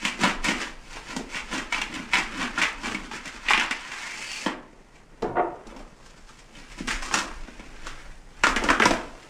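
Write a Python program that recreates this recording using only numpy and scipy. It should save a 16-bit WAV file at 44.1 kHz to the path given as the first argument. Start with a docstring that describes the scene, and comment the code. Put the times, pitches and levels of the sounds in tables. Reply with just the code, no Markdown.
"""Uncovering a large flat panel

Hands tug a thin foam and plastic cover off a large flat panel on a table in a living room.
Stick-slip friction makes the sheet crackle in strokes and drums the panel's low modes; creases snap
as clicks with short rattles; a foam block is knocked and shoved twice, ringing its own modes.
The room answers with echoes and a decaying tail; still air and the shaking table lie beneath,
and a small microphone dulls the treble."""
import sys
import numpy as np
from scipy import signal
from scipy.fft import rfft, irfft, next_fast_len
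from scipy.io import wavfile
from scipy.ndimage import uniform_filter1d

SR = 44100
rng = np.random.default_rng(int(sys.argv[2]) if len(sys.argv) > 2 else 0)


def volts_from_db(level):
    """Convert decibel levels to linear amplitude ratios."""
    exponent = np.asarray(level, float) / 20
    return 10 ** exponent


def put_to_file(sound):
    """Save the sound as 16-bit audio at rate SR, in the file named by the first command-line argument."""
    columns = np.atleast_2d(sound).T  # one column per channel
    safe = np.clip(columns, -1, 1)
    whole_steps = np.round(safe * 32767)
    wavfile.write(sys.argv[1], SR, whole_steps.astype(np.int16))


N = 409688  # samples, 9.29 s


def evened(x):
    """Normalisation: scales a signal to rms 1."""
    return x / np.sqrt(np.mean(x ** 2) + 1e-20)


def read(points, hz):
    """Logarithmic pitch axis: interpolates a spectrum table over log frequency."""
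    f, value = np.transpose(points)
    return np.interp(np.log(hz + 1), np.log(f + 1), value)


def curves(rows):
    """Piecewise-linear control: joins each column by straight lines, one value a sample."""
    s, *columns = np.transpose(rows)
    return [np.interp(np.arange(N) / SR, s, c) for c in columns]


def add(mix, s, sound):
    """Superposition: adds a sound into the mix at time s."""
    part = mix[round(s * SR):][:len(sound)]
    part += sound[:len(part)]


def coloured(x, points):
    """Linear filtering: weights the spectrum by a table, then scales to rms 1."""
    size = next_fast_len(len(x))
    gain = volts_from_db(read(points, np.fft.rfftfreq(size, 1 / SR)))
    return evened(irfft(rfft(x, size) * gain, size)[:len(x)])


def resonate(x, hz, width):
    """Heterodyne resonance: shifts hz down to zero, smooths and shifts back, with peak gain 1."""
    turn = np.exp(2j * np.pi * np.cumsum(hz * np.ones(len(x))) / SR)
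    r = np.exp(-np.pi * abs(width) / SR)
    return 2 * (turn * signal.lfilter([1 - r], [1, -r], x / turn + 1e-18)).real


def slips(per_s, spread_db, clump_db):
    """Stick-slip friction: random tiny clicks of uneven size whose strength swells in clumps."""
    chance, size = rng.random(N), rng.exponential(1, N)
    sign, clump = rng.standard_normal(N), rng.standard_normal(N)
    clump = evened(uniform_filter1d(uniform_filter1d(clump, size=300), size=300))
    size_db = spread_db * np.minimum(size, 3.2) + clump_db * clump
    return evened((chance < per_s / SR) * sign * volts_from_db(size_db))


# Spectrum of the still air: (frequency [Hz], relative density [dB per Hz])
AIR_SPECTRUM = [(76, -35), (130, 3), (630, -5), (880, -6), (1600, -15), (1900, -9.5), (3800, -29),
                (7000, -26), (10000, -44), (14000, -37)]


def still_air():
    """Broadband noise: dense random clicks shaped into the hush of still room air."""
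    return volts_from_db(-55) * coloured(slips(per_s=20000, spread_db=2.0, clump_db=2.0), AIR_SPECTRUM)


# Table and floor shaking the microphone:
# (time [s], slow sway level [dB], faster judder level before its trim [dB])
TABLE_SHAKE = [(0.0, -50, -66), (0.41, -38, -66), (0.93, -45, -54), (1.78, -42, -66), (1.81, -42, -56),
               (3.44, -45.5, -67), (4.17, -56.5, -67), (5.17, -50, -63), (5.22, -43, -60), (5.67, -46, -65),
               (6.6, -51.5, -60), (6.93, -34, -51), (7.06, -34, -60), (7.16, -47, -63), (7.35, -34.5, -56),
               (7.48, -44.5, -61), (7.99, -40, -54), (8.31, -47, -61), (8.57, -30, -50), (8.74, -33, -59),
               (8.87, -47, -44), (8.93, -32, -40), (9.0, -40, -58), (9.29, -53, -57)]
JUDDER_TRIM_DB = -1.5
JOLT_DB = -20  # share of the panel's drumming that reaches the table as judder


def table_shaking():
    """Structure-borne vibration: low noise sways the microphone and tugs on the panel jolt it."""
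    sway_db, judder_db = curves(TABLE_SHAKE)
    # spectra: (frequency [Hz], relative density [dB per Hz])
    sway = coloured(rng.standard_normal(N), [(8, -12.5), (22, 7.0), (50, -9.5), (62, -13), (90, -57.5)])
    judder = coloured(rng.standard_normal(N), [(45, -26), (65, -7.5), (130, 3.5), (160, -5.5), (220, -25)])
    drag_db, _, drum_db, *_ = tugging()
    jolts = volts_from_db(judder_db + JUDDER_TRIM_DB) + volts_from_db(drag_db + drum_db + JOLT_DB)
    return volts_from_db(sway_db) * sway + jolts * judder


# Reverberation of the room: (frequency [Hz], time to decay by 60 dB [s])
REVERBERATION = [(120, 0.12), (330, 0.65), (870, 0.51), (2300, 0.34), (6060, 0.23)]


def room(x):
    """Reverberation: near echoes off table and panel, then sparse taps dying band by band."""
    out = np.zeros(N)
    # three answers fade in and out against each other: the paths shift as the hands move
    turn = 2 * np.pi * 4.75 * np.arange(N) / SR
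    for k in range(3):
        taps = np.zeros(SR)
        at = np.arange(200, SR - 20, 20)
        taps[at + rng.integers(0, 20, len(at))] = rng.choice([-1., 1.], len(at))
        hz, t, z = signal.stft(taps, SR, nperseg=256)
        decay = volts_from_db(-60 * t / read(REVERBERATION, hz)[:, None])
        tail = signal.istft(z * decay, SR, nperseg=256)[1]
        tail = volts_from_db(-7.0) * tail / np.linalg.norm(tail)
        # echoes: (mean delay [s], level [dB])
        for s, db in [(.0021, -9), (.0047, -10), (.0088, -13), (.0135, -18)]:
            add(tail, s * rng.uniform(.7, 1.3), np.array([volts_from_db(db)]))
        sent = x * np.sqrt(2 / 3) * np.cos(turn + k * np.pi / 3)
        out += signal.fftconvolve(sent, tail)[:N]
    return out


# Modes of the foam block: (frequency [Hz], width [Hz], level before tilt [dB])
BLOCK_MODES = [(140, 100, -15), (267, 64, -9), (353, 38, 1), (468, 43, 0), (550, 175, -5.5), (723, 40, 5.5),
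               (932, 52, 0.5), (1205, 130, -6.5), (1430, 59, -7), (1800, 150, -13.5), (2130, 110, -18),
               (2620, 710, -29.5)]
# Two shoves, one list each: (time [s], level before the trim [dB], tilt about 600 Hz [dB per octave])
BLOCK_SHOVES = [
    [(5.221, -25, -4), (5.229, -19.5, -4), (5.354, -36, -6.5)],
    [(5.357, -23.5, 3), (5.379, -17, 2.3), (5.555, -44, -3.5), (5.62, -61, 3)],
]
KNOCK_DB = 18  # first contact of each shove, above the rms of the slips
BLOCK_TRIM_DB = -4.5


def foam_block():
    """Modal excitation: a knock and coarse slips in each shove ring the modes of a foam block."""
    first, second = BLOCK_SHOVES
    level_db, tilt_db = curves(first + second)
    t = np.arange(N) / SR
    moving = (t > first[0][0]) & (t < second[-1][0])
    grains = slips(per_s=1800, spread_db=2.0, clump_db=0.9)
    for rows in BLOCK_SHOVES:
        add(grains, rows[0][0] + .001, np.array([volts_from_db(KNOCK_DB)]))
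    shove = np.convolve(grains, np.hanning(17), "same")  # soft foam rounds each slip and dulls the top
    rung = np.zeros(N)
    for k, (hz, width, db) in enumerate(BLOCK_MODES):
        gain = (-1) ** k * volts_from_db(db + tilt_db * np.log2(hz / 600))
        rung += gain * resonate(shove, hz, width)
    rms = np.sqrt(np.mean(rung[moving] ** 2))
    return moving * volts_from_db(level_db + BLOCK_TRIM_DB) * rung / rms


# Spectrum of the sheet's body: (frequency [Hz], relative density [dB per Hz])
SHEET_SPECTRUM = [(180, -43), (300, -12), (592, -11), (1010, 4), (1100, -1), (1430, 1), (2500, 1.5),
                  (2830, 0), (4500, -16.5), (5850, -22.5), (9900, -120)]


def sheet_body(clicks):
    """Radiation of a thin sheet: clicks take on its broad spectrum, at rms 1."""
    return coloured(clicks, SHEET_SPECTRUM)


# Spectrum of the fine crackle: (frequency [Hz], relative density [dB per Hz])
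CRACKLE_SPECTRUM = [(1800, -20), (3000, -10.5), (3800, -8), (5300, -5), (7500, -8), (8700, -13),
                    (10000, -18), (14000, -18.5)]


def fine_crackle(clicks):
    """Small-fold radiation: clicks take on a bright spectrum, at rms 1."""
    return coloured(clicks, CRACKLE_SPECTRUM)


# How the steadying hand loads the panel: (time [s], tilt of its modes about 240 Hz [dB per octave])
HAND_GRIP = [(0, -5.5), (1, 3.5), (2.2, -5.5), (3.6, -4.5), (4.2, 6), (5.7, 4.5), (6.8, -5), (7.3, 5.5),
             (8.4, 5), (9.29, 7.5)]


def grip_tilt():
    """Loading of a plate: the hand's grip tilts the balance of the panel's modes."""
    return curves(HAND_GRIP)[0]


# Modes of the panel: (frequency [Hz], nominal width [Hz], level before tilt [dB])
PANEL_MODES = [(178.5, 42, -2.5), (230, 55, 7), (326.5, 75, 3), (404, 143, -3.5), (614, 298, -7)]


def panel(force, tilt_db):
    """Modal sum: a force rings steep resonances of alternating sign."""
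    out = 0
    for k, (hz, width, db) in enumerate(PANEL_MODES):
        gain = (-1) ** k * volts_from_db(db + tilt_db * np.log2(hz / 240))
        # each of two passes is widened, since passing twice narrows the peak
        once = resonate(force, hz, 1.48 * width)
        out = out + gain * resonate(once, hz, 1.48 * width)
    return out


# Creases that snap, and at 5.224 s the sharp tick of the foam block's first knock: (time [s], level before the
# trim [dB], pitch of the pop [Hz], # thump relative to the pop, before its trim [dB], crack relative to the
# pop, before its boost [dB])
SNAPS = [(0.028, -27, 2460, -1, -18), (0.052, -6, 2550, -15.5, -13), (0.216, -24, 2620, -3, 1),
         (0.236, -5.5, 710, -5, -15), (0.253, -10, 1120, -8.5, -18), (0.272, -13, 2600, -4, -18),
         (0.444, -17, 1750, -11, -4), (0.485, -11.5, 3040, -13, -17), (0.97, -22, 1000, -14, -27),
         (1.165, -19.5, 840, 3, -3.5), (1.346, -16.5, 2400, -31, -28), (1.37, -17, 2300, -25, -25),
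         (1.533, -28.5, 1290, 5.5, -3), (1.725, -10, 1940, -35, -15), (1.746, -7.5, 2400, -23, -29),
         (1.817, -12, 2710, -28, -9.5), (1.942, -22.5, 2800, -8, -9), (2.135, -2.5, 2260, -31, -24),
         (2.155, -5, 2320, -29, -36), (2.17, -9, 2190, -33, -31), (2.428, -19, 1290, -2, -10),
         (2.578, -10.5, 1640, -16, -37), (2.617, -7, 2410, -36, -19), (2.947, -15, 2290, -5.5, -15),
         (3.114, -22.5, 985, -7, -16), (3.257, -28.5, 2400, -28, -2.5), (3.278, -25, 1990, -42, -2.5),
         (3.465, -21, 2500, -21, -25), (3.486, -6, 2380, -39, -31), (3.507, -5, 1080, -28, -19),
         (3.535, 0, 2340, -26, -41), (3.577, -5.5, 2280, -15, -15), (3.598, -5.5, 2600, -40, -16),
         (3.612, -9.5, 1810, -26, -19), (3.711, -8.5, 2200, -20.5, -14), (4.316, -21.5, 2640, -50, -3.5),
         (4.463, -9.5, 1030, -2.5, -23), (5.224, -26.5, 692, 7, -8.5), (5.671, -42, 834, -14, 2.5),
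         (5.764, -31, 885, -3, -13), (6.065, -47, 1130, -18, 2), (6.11, -49, 2500, -20, -3),
         (6.18, -48, 2500, -20, 2), (6.295, -35.5, 1360, -16, -15), (6.393, -40, 2370, -24, -5),
         (6.553, -33, 2900, -17, -15), (6.805, -33, 1940, 14, -20), (6.875, -28, 2000, 6, 4),
         (6.907, -13, 1950, -32, -33), (7.024, -22, 1150, -29, -10), (7.113, -13.5, 970, -25, -32),
         (7.141, -4, 1360, -30, -9), (7.314, -27.5, 1000, -23, -28), (7.483, -33, 1420, 4.5, -15),
         (7.596, -30, 2090, 2, -13), (7.869, -19.5, 1360, -35, -9), (8.437, -2, 1400, -14.5, -14),
         (8.469, -2.5, 1240, -17.5, -17.5), (8.563, -10, 1920, -6.5, -10.5), (8.639, -19, 864, -12, -4),
         (8.689, -3.5, 1430, -16, -35), (8.703, -2, 1520, -30, -17), (8.8, -3, 1440, -8.5, -20),
         (8.822, -3, 2020, -16, -25), (8.856, -4, 990, -4, -6.5), (8.909, -11, 643, -4, -8)]
RATTLE_S, SHORTENING = 0.0046, 0.18  # decay time at a table level of -10 dB; dB shorter per dB louder
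SNAP_TRIM_DB, CRACK_BOOST_DB, THUMP_TRIM_DB = -4.5, 6.0, -0.4


def snaps():
    """Impulsive release: each crease, and the tick of the block's first knock, gives a pitched pop, a bright
    crack and a thump in the panel."""
    out, t = np.zeros(N), np.arange(3000) / SR
    tilt_db = grip_tilt()
    for s, db, hz, thump_db, crack_db in SNAPS:
        click = 2.0 * np.exp(-t / 0.0022)
        rattle = np.exp(-t / (RATTLE_S * volts_from_db(-SHORTENING * (db + 10))))
        fade = click + rattle + 0.25 * np.exp(-t / 0.063)
        burst = rng.standard_normal(len(t)) * fade * np.minimum(t / 0.00045, 1)
        pitched = resonate(resonate(burst, hz, .24 * hz), hz, 1.5 * hz)
        pop = pitched + 0.13 * sheet_body(burst) * burst.std()
        crack = fine_crackle(burst)
        thump = panel(np.exp(-t / 0.00084), tilt_db[round(s * SR)])
        snap = pop / abs(pop).max()
        snap += volts_from_db(crack_db + CRACK_BOOST_DB) * crack / abs(crack).max()
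        snap += volts_from_db(thump_db + THUMP_TRIM_DB) * thump / abs(thump).max()
        add(out, s - .001, volts_from_db(db + SNAP_TRIM_DB) * snap)
    return out


def sticking():
    """Static friction: the drag dips ahead of a loud snap, as the sheet holds before letting go."""
    change_db, ramp = np.zeros(N), np.exp(np.arange(-1000, 0) / SR / 0.011)
    for s, db, *_ in SNAPS:
        # a louder snap follows a firmer hold; below -26 dB the drag swells instead
        add(change_db, s - .001 - len(ramp) / SR, -.35 * (db + 26) * ramp)
    return change_db


# Short tugs at the sheet: (peak time [s], drag level before the trim [dB], build-up [s],
# pitch of the sheet [Hz], drumming of the panel relative to the drag [dB])
SHEET_TUGS = [(0.058, -25, 0.056, 2600, -6.5), (0.238, -16.5, 0.049, 1600, -0.5),
              (0.451, -20.5, 0.021, 2330, -12), (0.489, -23, 0.047, 1940, -1), (0.622, -27, .1, 1810, -6.5),
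              (0.969, -38.5, 0.21, 1600, -6), (1.11, -34, 0.11, 1800, -7), (1.17, -36.5, 0.032, 1400, 6.5),
              (1.362, -28.5, 0.091, 2280, -11), (1.53, -31, 0.047, 1470, 0), (1.579, -28.5, 0.14, 1570, -2),
              (1.732, -23, 0.03, 2260, -17), (1.785, -28.5, 0.095, 2300, -11),
              (1.82, -33.5, .03, 2270, -13), (1.961, -33.5, 0.12, 2100, 1), (2.0, -38.5, 0.1, 1460, 6),
              (2.144, -16.5, 0.028, 2150, -13), (2.23, -32.5, 0.26, 1680, -7),
              (2.428, -24.5, 0.16, 1330, -0.5), (2.592, -28, 0.022, 1860, -7),
              (2.629, -19, 0.099, 1880, -13), (2.87, -26, 0.094, 1150, -3.5),
              (2.92, -32.5, 0.084, 1200, 4.5), (3.05, -41, 0.27, 1130, 2.5),
              (3.138, -30.5, 0.041, 1650, -4.5), (3.27, -37, .08, 1880, -2.5), (3.35, -40, 0.083, 1500, -8),
              (3.509, -18.5, 0.073, 1770, -23), (3.546, -21, 0.016, 1900, -24),
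              (3.6, -21, 0.066, 2100, -14), (3.711, -28, 0.09, 1800, -22),
              (4.468, -29.5, 0.046, 1540, -4.5), (4.96, -58, .08, 2500, -8), (5.7, -47.5, 0.066, 1060, 8),
              (5.8, -51, .15, 1100, 7.5), (6.07, -60, 0.17, 1110, -9), (6.3, -53.5, .1, 1400, 1),
              (6.4, -55.5, 0.16, 2100, -12), (6.59, -45.5, 0.093, 2000, 2), (6.72, -47, .1, 2000, 0),
              (6.789, -40.5, 0.045, 2400, -1), (6.88, -26.5, 0.0065, 1900, -8), (6.91, -28, .04, 1930, -13),
              (7.026, -35, 0.014, 1470, -17), (7.07, -37, .1, 1400, -10), (7.142, -25, 0.038, 1400, 1),
              (7.19, -29.5, 0.073, 1320, -2), (7.66, -54, .08, 1500, 1), (7.76, -64, 0.056, 2600, -12),
              (7.879, -38, 0.093, 1540, -8), (8.44, -18, 0.01, 1430, -17), (8.5, -29, 0.064, 1430, -4),
              (8.57, -26, .035, 1690, -16), (8.64, -32, 0.044, 1370, 5.5), (8.698, -21, 0.08, 1530, -4),
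              (8.77, -43, 0.086, 1500, -9), (8.805, -26, 0.013, 1530, -4), (8.828, -21.5, .015, 1700, 3.5),
              (8.862, -24, .015, 1490, 4), (8.94, -31.5, .15, 1400, -6), (9.23, -50.5, .1, 2000, 0.5)]
# The sheet between the tugs, with one long slide near the middle: (time [s],
# rustle level before the trim [dB], crispness [dB], pitch [Hz], tautness [0-1])
SHEET_HANDLING = [(0, -43, -5, 2000, .15), (.82, -69, -5.5, 1500, 0.02), (1.2, -62, -5, 1500, 0.07),
                  (1.75, -50.5, -9, 1800, 0.02), (2.4, -56, -9.5, 1600, 0.09),
                  (3.4, -67.5, -5.5, 1590, 0.12), (3.62, -51, -17.5, 1800, 0), (3.8, -40, -9.5, 1880, 0),
                  (4.0, -37, -4, 1940, 0.24), (4.19, -38, -2.5, 2270, 0.7), (4.34, -37, -0.5, 2600, 0.85),
                  (4.45, -40.5, 1.5, 2330, 0.5), (4.52, -52, -21, 1400, 0.2), (4.73, -67.5, 1, 1310, 0.1),
                  (5.6, -56.5, -18, 1200, 0.54), (6.0, -60, 0, 1300, 0.44), (6.5, -61.5, -2, 1590, 0),
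                  (6.62, -54, -5.5, 1600, 0.01), (7.15, -50, 1, 1500, 0.44), (7.5, -50.5, -6.5, 1500, 0),
                  (8.05, -50.5, -6, 1700, 0.2), (8.25, -65.5, 2, 1500, .3), (8.42, -48, -9, 1440, 0.15),
                  (8.55, -44, -12, 1500, 0.73), (8.8, -44, -10, 1500, 0.3), (9.05, -47.5, -6, 1230, 0.24),
                  (9.29, -55.5, -4, 1400, 0.03)]
BUILD_DB, RELEASE_DB_PER_S = 24, 211  # rise over one build-up time; fall after the peak
PANEL_LEAD = 1.22  # the panel's longer build-up
CRACKLE_LEAD, CRACKLE_RELEASE_DB_PER_S = 1.13, 230  # fine crackle starts earlier and stops sooner
DULLING = 0.15  # dB of crispness lost per dB of harder drag
IDLE_DRUM_DB, IDLE_DRUM_TOP_DB = -6, -53  # the panel under the rustle: relative level and its ceiling


def tugging():
    """Power summation: tugs swell and release over the rustle, and the strongest weighs most in pitch."""
    rustle_db, crisp_db, rustle_hz, taut = curves(SHEET_HANDLING)
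    t = np.arange(N) / SR
    power = volts_from_db(rustle_db) ** 2
    weighted_pitch, fine = power * rustle_hz, power.copy()
    drum = volts_from_db(np.minimum(rustle_db + IDLE_DRUM_DB, IDLE_DRUM_TOP_DB)) ** 2
    for s, db, build, hz, drum_db in SHEET_TUGS:
        near = slice(max(round((s - .5) * SR), 0), round((s + .5) * SR))
        rise_db = BUILD_DB * np.maximum(s - t[near], 0) / max(build, .003)
        late = np.maximum(t[near] - s, 0)
        fall_db = RELEASE_DB_PER_S * late
        tug = volts_from_db(db - rise_db - fall_db) ** 2
        power[near] += tug
        weighted_pitch[near] += tug * hz
        fine_db = db - DULLING * (db + 34)
        fine[near] += volts_from_db(fine_db - rise_db / CRACKLE_LEAD - CRACKLE_RELEASE_DB_PER_S * late) ** 2
        drum[near] += volts_from_db(db + drum_db - rise_db / PANEL_LEAD - fall_db) ** 2
    drag_db = 10 * np.log10(power)
    crisp_db = crisp_db + 10 * np.log10(fine / power)
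    return drag_db, crisp_db, 10 * np.log10(drum / power), weighted_pitch / power, taut


def ticks():
    """Random impulses: stray small creases under the hands, each a click with a short rattle."""
    t = np.arange(1000) / SR
    rattle = rng.standard_normal(len(t)) * (np.exp(-t / 0.0012) + 0.55 * np.exp(-t / .006))
    clicks = signal.oaconvolve(slips(per_s=70, spread_db=0.5, clump_db=-0.5), rattle)[:N]
    return volts_from_db(-15) * (sheet_body(clicks) + 0.99 * fine_crackle(clicks))


# A thin squeak late in the long slide: (time [s], level [dB])
SQUEAK_LEVEL = [(4.1, -72), (4.19, -53), (4.33, -45), (4.45, -54), (4.47, -95)]


def squeak(clicks):
    """Narrow resonance: the slips of the sheet ring a thin tone at 4520 Hz."""
    return volts_from_db(curves(SQUEAK_LEVEL)[0]) * evened(resonate(clicks, 4520, 180))


def drag():
    """Stick-slip excitation: slips ring the taut sheet, crackle on top and drum the panel."""
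    drag_db, crisp_db, drum_db, hz, taut = tugging()
    taut = np.clip(taut, 0, 1)
    clicks = slips(per_s=6000, spread_db=2.5, clump_db=1.1)
    ring = evened(resonate(resonate(clicks, hz, 1150), hz, 1150))
    body = np.sqrt(1 - taut) * sheet_body(clicks) + np.sqrt(taut) * ring
    crackle = fine_crackle(clicks + 0.48 * slips(per_s=4900, spread_db=1.5, clump_db=2.0))
    drum = evened(panel(slips(per_s=820, spread_db=5.0, clump_db=-0.5), grip_tilt()))
    layers = body + volts_from_db(crisp_db) * crackle + volts_from_db(drum_db) * drum + ticks()
    trim_db = -4.0
    return volts_from_db(drag_db + trim_db + sticking()) * layers + squeak(clicks)


def scene():
    """Superposition: cover, panel and block with the room's answer, over air and table."""
    near = drag() + snaps() + foam_block()
    return (near + room(near) + still_air() + table_shaking())[None]


# Response of the small microphone: (frequency [Hz], gain [dB])
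MICROPHONE_RESPONSE = [(9500, -0.5), (10800, -8), (11600, -22), (12300, -11), (14300, -13.5), (15000, -28),
                       (15300, -53), (15900, -36), (17000, -57)]


def microphone(sound):
    """Frequency response: the small microphone dulls the top and has a notch there."""
    gain = volts_from_db(read(MICROPHONE_RESPONSE, np.fft.rfftfreq(N, 1 / SR)))
    return irfft(rfft(sound) * gain, N)


def low_pass(x):
    """Removes everything above the highest recorded frequency."""
    return signal.sosfilt(signal.butter(12, 16280, fs=SR, output="sos"), x)


def record(dry):
    """Transduction: the microphone turns the finished scene into the recorded signal."""
    mix = microphone(dry)
    return low_pass(mix)


dry = scene()
out = record(dry)
put_to_file(out)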